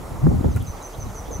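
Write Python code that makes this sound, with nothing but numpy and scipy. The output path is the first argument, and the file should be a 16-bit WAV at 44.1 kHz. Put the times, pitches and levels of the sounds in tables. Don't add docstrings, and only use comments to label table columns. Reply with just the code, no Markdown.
import sys
import numpy as np
from scipy import signal
from scipy.fft import rfft, irfft, next_fast_len
from scipy.io import wavfile
from scipy.ndimage import uniform_filter1d, map_coordinates

SR = 44100
rng = np.random.default_rng(int(sys.argv[2]) if len(sys.argv) > 2 else 0)


def master(y):
    cut = np.clip(np.atleast_2d(y).T, -1, 1)
    pcm = np.round(cut * 32767)
    wavfile.write(sys.argv[1], SR, pcm.astype(np.int16))


def ratio_of_db(decibels):
    return 10 ** (np.asarray(decibels, float) / 20)


N = 61739
LEFT_RIGHT = np.array([[1], [-1]])


def unit(x):
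    return x / np.sqrt(np.mean(x ** 2) + 1e-20)


def along(points, hz):
    f, value = np.transpose(points)
    return np.interp(np.log(hz + 1), np.log(f + 1), value)


def wobble(rate):
    knots = rng.standard_normal(int(N * rate / SR) + 4)
    return map_coordinates(knots, [np.arange(N) * rate / SR])


def filtered(x, response):
    m = next_fast_len(x.shape[-1] + 8192)
    spectrum = rfft(x, m) * response(np.fft.rfftfreq(m, 1 / SR))
    return irfft(spectrum, m)[..., :x.shape[-1]]


def rush(spectrum, side, patchy_db):
    z = signal.stft(rng.standard_normal((2, N)), nperseg=512)[2]
    field = uniform_filter1d(rng.standard_normal(z.shape[1:]), size=6, axis=0)
    field = uniform_filter1d(field, size=8, axis=1)
    pair = signal.istft(z * ratio_of_db(patchy_db * unit(field)), nperseg=512)[1][:, :N]

    def colour(hz):
        return ratio_of_db(along(spectrum, hz)) * [np.ones_like(hz), ratio_of_db(along(side, hz))]

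    mid, dif = filtered(pair, colour)
    return np.array([mid + dif, mid - dif]) / np.sqrt(np.mean(mid ** 2))


def pan(db):
    return ratio_of_db(db / 2 * LEFT_RIGHT)


def tone(hz):
    return np.sin(2 * np.pi * (np.cumsum(hz) / SR + rng.random()))


def arch(t, length):
    return np.sqrt(np.abs(np.sin(np.pi * t / length))) * (t < length)


def wood(x):
    t60_s, wash_db, side = .95, -8, .5
    t = np.arange(SR // 2) / SR
    tail = rng.standard_normal((2, len(t))) * ratio_of_db(-60 * t / t60_s) * (1 - np.exp(-t / .015))
    tail = tail[0] + side * tail[1] * LEFT_RIGHT
    return ratio_of_db(wash_db) * signal.fftconvolve(x, tail / np.linalg.norm(tail[0]), axes=1)[:, :N]


# start t/s, length t/s, level/dB, end pitch f/Hz, start above it f/Hz
TRILL_NOTES = [
    (.4995, .04, -49.5, 6150, 300),
    (.6572, .063, -42, 6120, 380),
    (.8185, .062, -40, 6120, 700),
    (.9915, .05, -39.5, 6090, 400),
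    (1.1445, .066, -42, 6010, 950),
    (1.308, .066, -37.5, 6120, 620),
]


def trills(clock):
    rate_hz, slowing_hz_per_s = 150, 300
    rise_s, fall_s = .028, .012
    sag_s, drift_hz_per_s, pulse_drop_hz = .012, 1500, 700
    out = np.zeros((2, N))
    for start, length, db, end_hz, above_hz in TRILL_NOTES:
        t = np.clip(clock - start, 0, length)
        cycle = (t * (rate_hz - slowing_hz_per_s * t / 2)) % 1
        shape = np.clip(t / rise_s, 0, 1) ** 0.72 * np.clip((length - t) / fall_s, 0, 1) ** 0.7
        pulses = np.sin(np.pi * cycle) ** 1.4 * ratio_of_db(1.2 * wobble(150))
        pitch = end_hz - 20 + above_hz * np.exp(-t / sag_s) - drift_hz_per_s * t
        pitch = pitch + pulse_drop_hz * (1 - cycle) ** 8 + 25 * wobble(200)
        note = pan(-1.9) * ratio_of_db(db + 6) * shape * pulses * tone(pitch)
        out += note + wood(note)
    return out


# end t/s, level/dB, sweep level under the hook/dB
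CHIP_CALLS = [
    (.42, -59, -3),
    (.557, -54.5, -4),
    (.686, -54, -6),
    (.828, -54, -9),
    (.96, -53.5, -12),
    (1.08, -55.5, -1),
]
# start t/s, length t/s, level/dB, pitch f/Hz
BUZZ_CALLS = [
    (.427, .028, -60, 3150),
    (.598, .03, -54, 3300),
    (.768, .026, -57.5, 3330),
    (.93, .03, -56.5, 3300),
    (1.085, .035, -62, 3300),
    (1.248, .042, -56, 3380),
    (1.293, .025, -61, 3750),
    (1.333, .03, -62, 3450),
]


def far_birds(clock):
    sweep_top_hz, sweep_fall_hz_per_s, sweep_s, lead_s = 5350, 58000, .017, .041
    hook_end_hz, hook_above_hz, hook_sag_s, hook_s = 3820, 800, .0028, .016
    buzz_rate_hz, buzz_rise_hz_per_s = 243, 5000
    chips, buzzes = np.zeros(N), np.zeros(N)
    for end, db, sweep_db in CHIP_CALLS:
        t = np.clip(clock - end + lead_s, 0, sweep_s)
        sweep = tone(sweep_top_hz - sweep_fall_hz_per_s * t + 40 * wobble(200))
        chips += ratio_of_db(db + 4 + sweep_db + 1.5 * wobble(150)) * arch(t, sweep_s) * sweep
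        t = np.clip(clock - end + hook_s, 0, hook_s)
        hook = tone(hook_end_hz + hook_above_hz * np.exp(-t / hook_sag_s) + 40 * wobble(200))
        chips += ratio_of_db(db + 4) * arch(t, hook_s) * hook
    for start, length, db, hz in BUZZ_CALLS:
        t = np.clip(clock - start, 0, length)
        shape = arch(t, length) * np.sin(np.pi * buzz_rate_hz * t) ** 2
        pitch = hz + buzz_rise_hz_per_s * (t - length / 2) + 60 * wobble(90)
        pitch = pitch + 200 * np.sin(2 * np.pi * buzz_rate_hz * t)
        buzzes += ratio_of_db(db + 9) * shape * tone(pitch)
    both = pan(-3.8) * chips + pan(-1) * buzzes
    return both + ratio_of_db(-1) * wood(both)


PORT_LAG_S = 0.0013
# t/s, strength level/dB, flutter brightness/dB
GUST = [(0.0, -34.5, -6), (0.206, -28.5, -9), (0.235, -15.5, -7), (0.275, -7, -28), (0.298, -17, -8),
        (0.314, -16.5, -2), (0.376, -13, -21.5), (0.437, -17.5, -4), (0.458, -10, -19.5), (0.528, -19, -22),
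        (0.618, -19.5, -18), (0.654, -27, -13), (0.7, -25, -21), (0.782, -41, 2), (0.906, -47, 1),
        (1.038, -29.5, -11), (1.238, -41, -8), (1.4, -24, -22)]
# peak t/s, peak level/dB, pitch f/Hz, cycles, rasp level under the peak/dB
EDDIES = [(.27, -18.5, 243, 4.8, 0.5), (0.292, -5.5, 68, 0.55, -41), (0.317, -14, 271, 2.1, -22),
          (0.356, -25, 172, 6.1, -31), (0.387, -16, 84, 4.3, -46), (0.411, -12.5, 197, 0.78, -10.5),
          (0.446, -18, 216, 3, -2.5), (0.461, -7, 96, 1.47, -20), (0.486, -13, 123, 0.41, -15),
          (0.51, -14, 65, 1.26, -18.5), (.565, -13, 80, 0.93, -15.5), (0.604, -18, 98.8, 2.4, -24),
          (0.701, -19.5, 60, 0.73, -40), (0.989, -20.5, 72, 0.79, -28), (1.042, -25, 75, 1, -40),
          (0.121, -19, 55.3, 0.57, -19), (0.158, -32, 69.6, 1.2, -44), (0.052, -25, 54, 1, -39),
          (.195, -23.5, 69.4, 0.79, -20), (.628, -25, 84.5, 1.5, -35), (.685, -24.5, 90, 0.73, -26),
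          (1.07, -21, 59, 0.7, -22), (1.102, -27.5, 90, 1.5, -29), (1.2, -24, 75.5, 0.76, -36),
          (1.288, -29.5, 52.7, 2.2, -7.5), (1.327, -23.5, 64, 0.85, -25), (1.36, -23, 74, 1.15, -28),
          (1.396, -21, 122, 0.92, -22)]
# f/Hz, level/dB per Hz
BUFFET_COLOUR = [(10, -48), (30, 4), (60, -1), (100, 2), (160, -2.5), (300, -13.5), (400, -64), (660, -120)]
# f/Hz, level/dB per Hz
FLUTTER_COLOUR = [(150, -34), (250, 7), (400, 1), (700, -14.5), (1100, -22), (1600, -34), (2600, -90)]
# f/Hz, side over mid level/dB
WIND_WIDTH = [(30, -10), (60, -6), (150, 0), (300, 2), (600, 9), (1500, 9)]


def wind(clock):
    port_scatter = 0.15
    rasp_rise_s, rasp_lead_s = 0.0019, 0.005
    knots, strength_db, bright_db = np.transpose(GUST)
    gust_db = np.interp(clock, knots, strength_db)
    bright_db = np.interp(clock, knots, bright_db)
    out = ratio_of_db(gust_db - 9 + 2 * wobble(30)) * rush(BUFFET_COLOUR, WIND_WIDTH, patchy_db=1.5)
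    rasp = ratio_of_db(1.12 * (gust_db + bright_db + 28.5) - 41.0 + 1.8 * wobble(44.9))
    chance = rng.standard_normal((len(EDDIES), 3))
    for (peak, db, hz, cycles, rasp_db), (phase, apart, lean) in zip(EDDIES, chance):
        t = clock - peak
        turn = np.pi * hz * PORT_LAG_S + port_scatter * apart / 2
        swell = ratio_of_db(db) * np.exp(-(2 * t * hz / cycles) ** 2)
        thump = np.cos(2 * np.pi * hz * t + 3 * phase + turn * LEFT_RIGHT)
        out += pan(0.51 * lean) * swell * thump
        since = np.maximum(t + rasp_lead_s, 0)
        decay = np.exp(-1.5 * since * hz / cycles)
        rasp = rasp + ratio_of_db(db + rasp_db) * (1 - np.exp(-since / rasp_rise_s)) * decay
    return out + rasp * rush(FLUTTER_COLOUR, WIND_WIDTH, patchy_db=0.0)


def surge(clock):
    peak_s, length_s, level_db = .261, .031, -9.5
    start_hz, rise_hz_per_s = 155, 950
    t = clock - peak_s
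    hz = np.maximum(start_hz + rise_hz_per_s * t, 0)
    turn = np.pi * hz * PORT_LAG_S * LEFT_RIGHT
    uneven_db = 1.5 * np.array([wobble(62), wobble(62)])
    swell = ratio_of_db(level_db + uneven_db) * np.exp(-(t / length_s) ** 4)
    return swell * np.cos(2 * np.pi * np.cumsum(hz) / SR + turn)


# t/s, level/dB, length t/s, lowest f/Hz, highest f/Hz
CASE_TICKS = [
    (.5632, -41.5, .003, 4800, 16000),
    (.572, -45.5, .0045, 5500, 16000),
    (.566, -53, .014, 5000, 16000),
    (.570, -42, .009, 1250, 2600),
    (.626, -48.5, .0022, 9000, 15000),
    (.8275, -45, .0012, 6800, 8800),
    (.983, -52, .016, 7000, 16000),
    (.684, -56, .005, 9000, 13000),
    (1.13, -52, .002, 6000, 9000),
    (.597, -54, .002, 8000, 12000),
]
# t/s, level/dB, length t/s, lowest f/Hz, highest f/Hz
EDDY_RASPS = [
    (.160, -35, .002, 450, 1200),
    (.268, -31, .003, 500, 1600),
    (.318, -33, .003, 400, 900),
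    (.445, -30, .003, 400, 1200),
]
# t/s, level/dB, pitch f/Hz, 60 dB decay t/s
BODY_RINGS = [
    (.563, -31.5, 1400, 0.06),
    (1.305, -25.5, 465, 0.08),
]


def camera(clock):
    out = np.zeros(N)
    for at, db, length, low_hz, high_hz in [*CASE_TICKS, *EDDY_RASPS]:
        def band(f):
            return 1 / np.sqrt((1 + (low_hz / (f + 1)) ** 8) * (1 + (f / high_hz) ** 14))

        grit = filtered(rng.standard_normal(N) * ratio_of_db(3 * wobble(700)), band)
        out += ratio_of_db(db) * np.exp(-((clock - at) / length) ** 2) * unit(grit)
    for at, db, hz, t60 in BODY_RINGS:
        t = np.maximum(clock - at, 0)
        ring = tone(hz * (1 + 0.012 * wobble(150)))
        out += ratio_of_db(db - 60 * t / t60) * (1 - np.exp(-t / 0.0017)) * ring
    return pan(-0.74) * out


# t/s, level/dB
TOWN_COURSE = [(0, 0), (.12, 1), (.5, -1), (.6, -3), (.71, -3.5), (.76, 1), (.92, -.5), (1.14, .5),
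               (1.4, 0)]
# f/Hz, level/dB per Hz
TOWN_COLOUR = [(15, -41), (35, 16.5), (60, 2.5), (200, -5), (450, -3.5), (800, -4), (1300, -10),
               (1650, -21), (2000, -19), (3000, -36), (5000, -73)]
# f/Hz, level/dB per Hz
HISS_COLOUR = [(1290, -5), (2200, -2.5), (3970, -4), (4990, -3.5), (5930, -1.5), (7040, 0), (8580, -5.5),
               (11100, -3.5), (15600, -9)]
# f/Hz, side over mid level/dB
TOWN_WIDTH = [(60, -32), (130, -8), (290, -22), (640, -9), (1410, -5), (3100, -18), (6820, -10),
              (15000, -7)]
# f/Hz, side over mid level/dB
HISS_WIDTH = [(2000, 2.5), (4000, -3.5), (6500, -13), (9500, -2), (11500, -11), (13500, -10), (15500, -11)]
# f/Hz, left over right level/dB
LEAN = [(60, 1), (600, -2.5), (1400, -2.5), (3000, -1.7), (6000, 1.2), (10000, -5.5), (13000, 0.5)]


def background(clock):
    town_db = -36 + np.interp(clock, *np.transpose(TOWN_COURSE)) + .7 * wobble(60)
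    town = ratio_of_db(town_db) * rush(TOWN_COLOUR, TOWN_WIDTH, patchy_db=1.1)
    hiss = ratio_of_db(-50.5 + 0.24 * wobble(5.4)) * rush(HISS_COLOUR, HISS_WIDTH, patchy_db=1.3)
    return filtered(town + hiss, lambda hz: ratio_of_db(along(LEAN, hz) / 2 * LEFT_RIGHT))


def scene():
    clock = np.arange(N) / SR
    birds = trills(clock) + far_birds(clock)
    return birds + wind(clock) + surge(clock) + camera(clock) + background(clock)


def roll_off(x):
    return signal.sosfilt(signal.butter(12, 15750, fs=SR, output="sos"), x)


def record(dry):
    bass_hz, ceiling, top_hz = 22, .9, 15750
    x = filtered(dry, lambda f: (1j * f / (bass_hz + 1j * f)) ** 2)
    x = x / (1 + np.abs(x / ceiling) ** 4) ** (1 / 4)
    mix = filtered(x, lambda f: f < top_hz)
    return roll_off(mix)


dry = scene()
out = record(dry)
master(out)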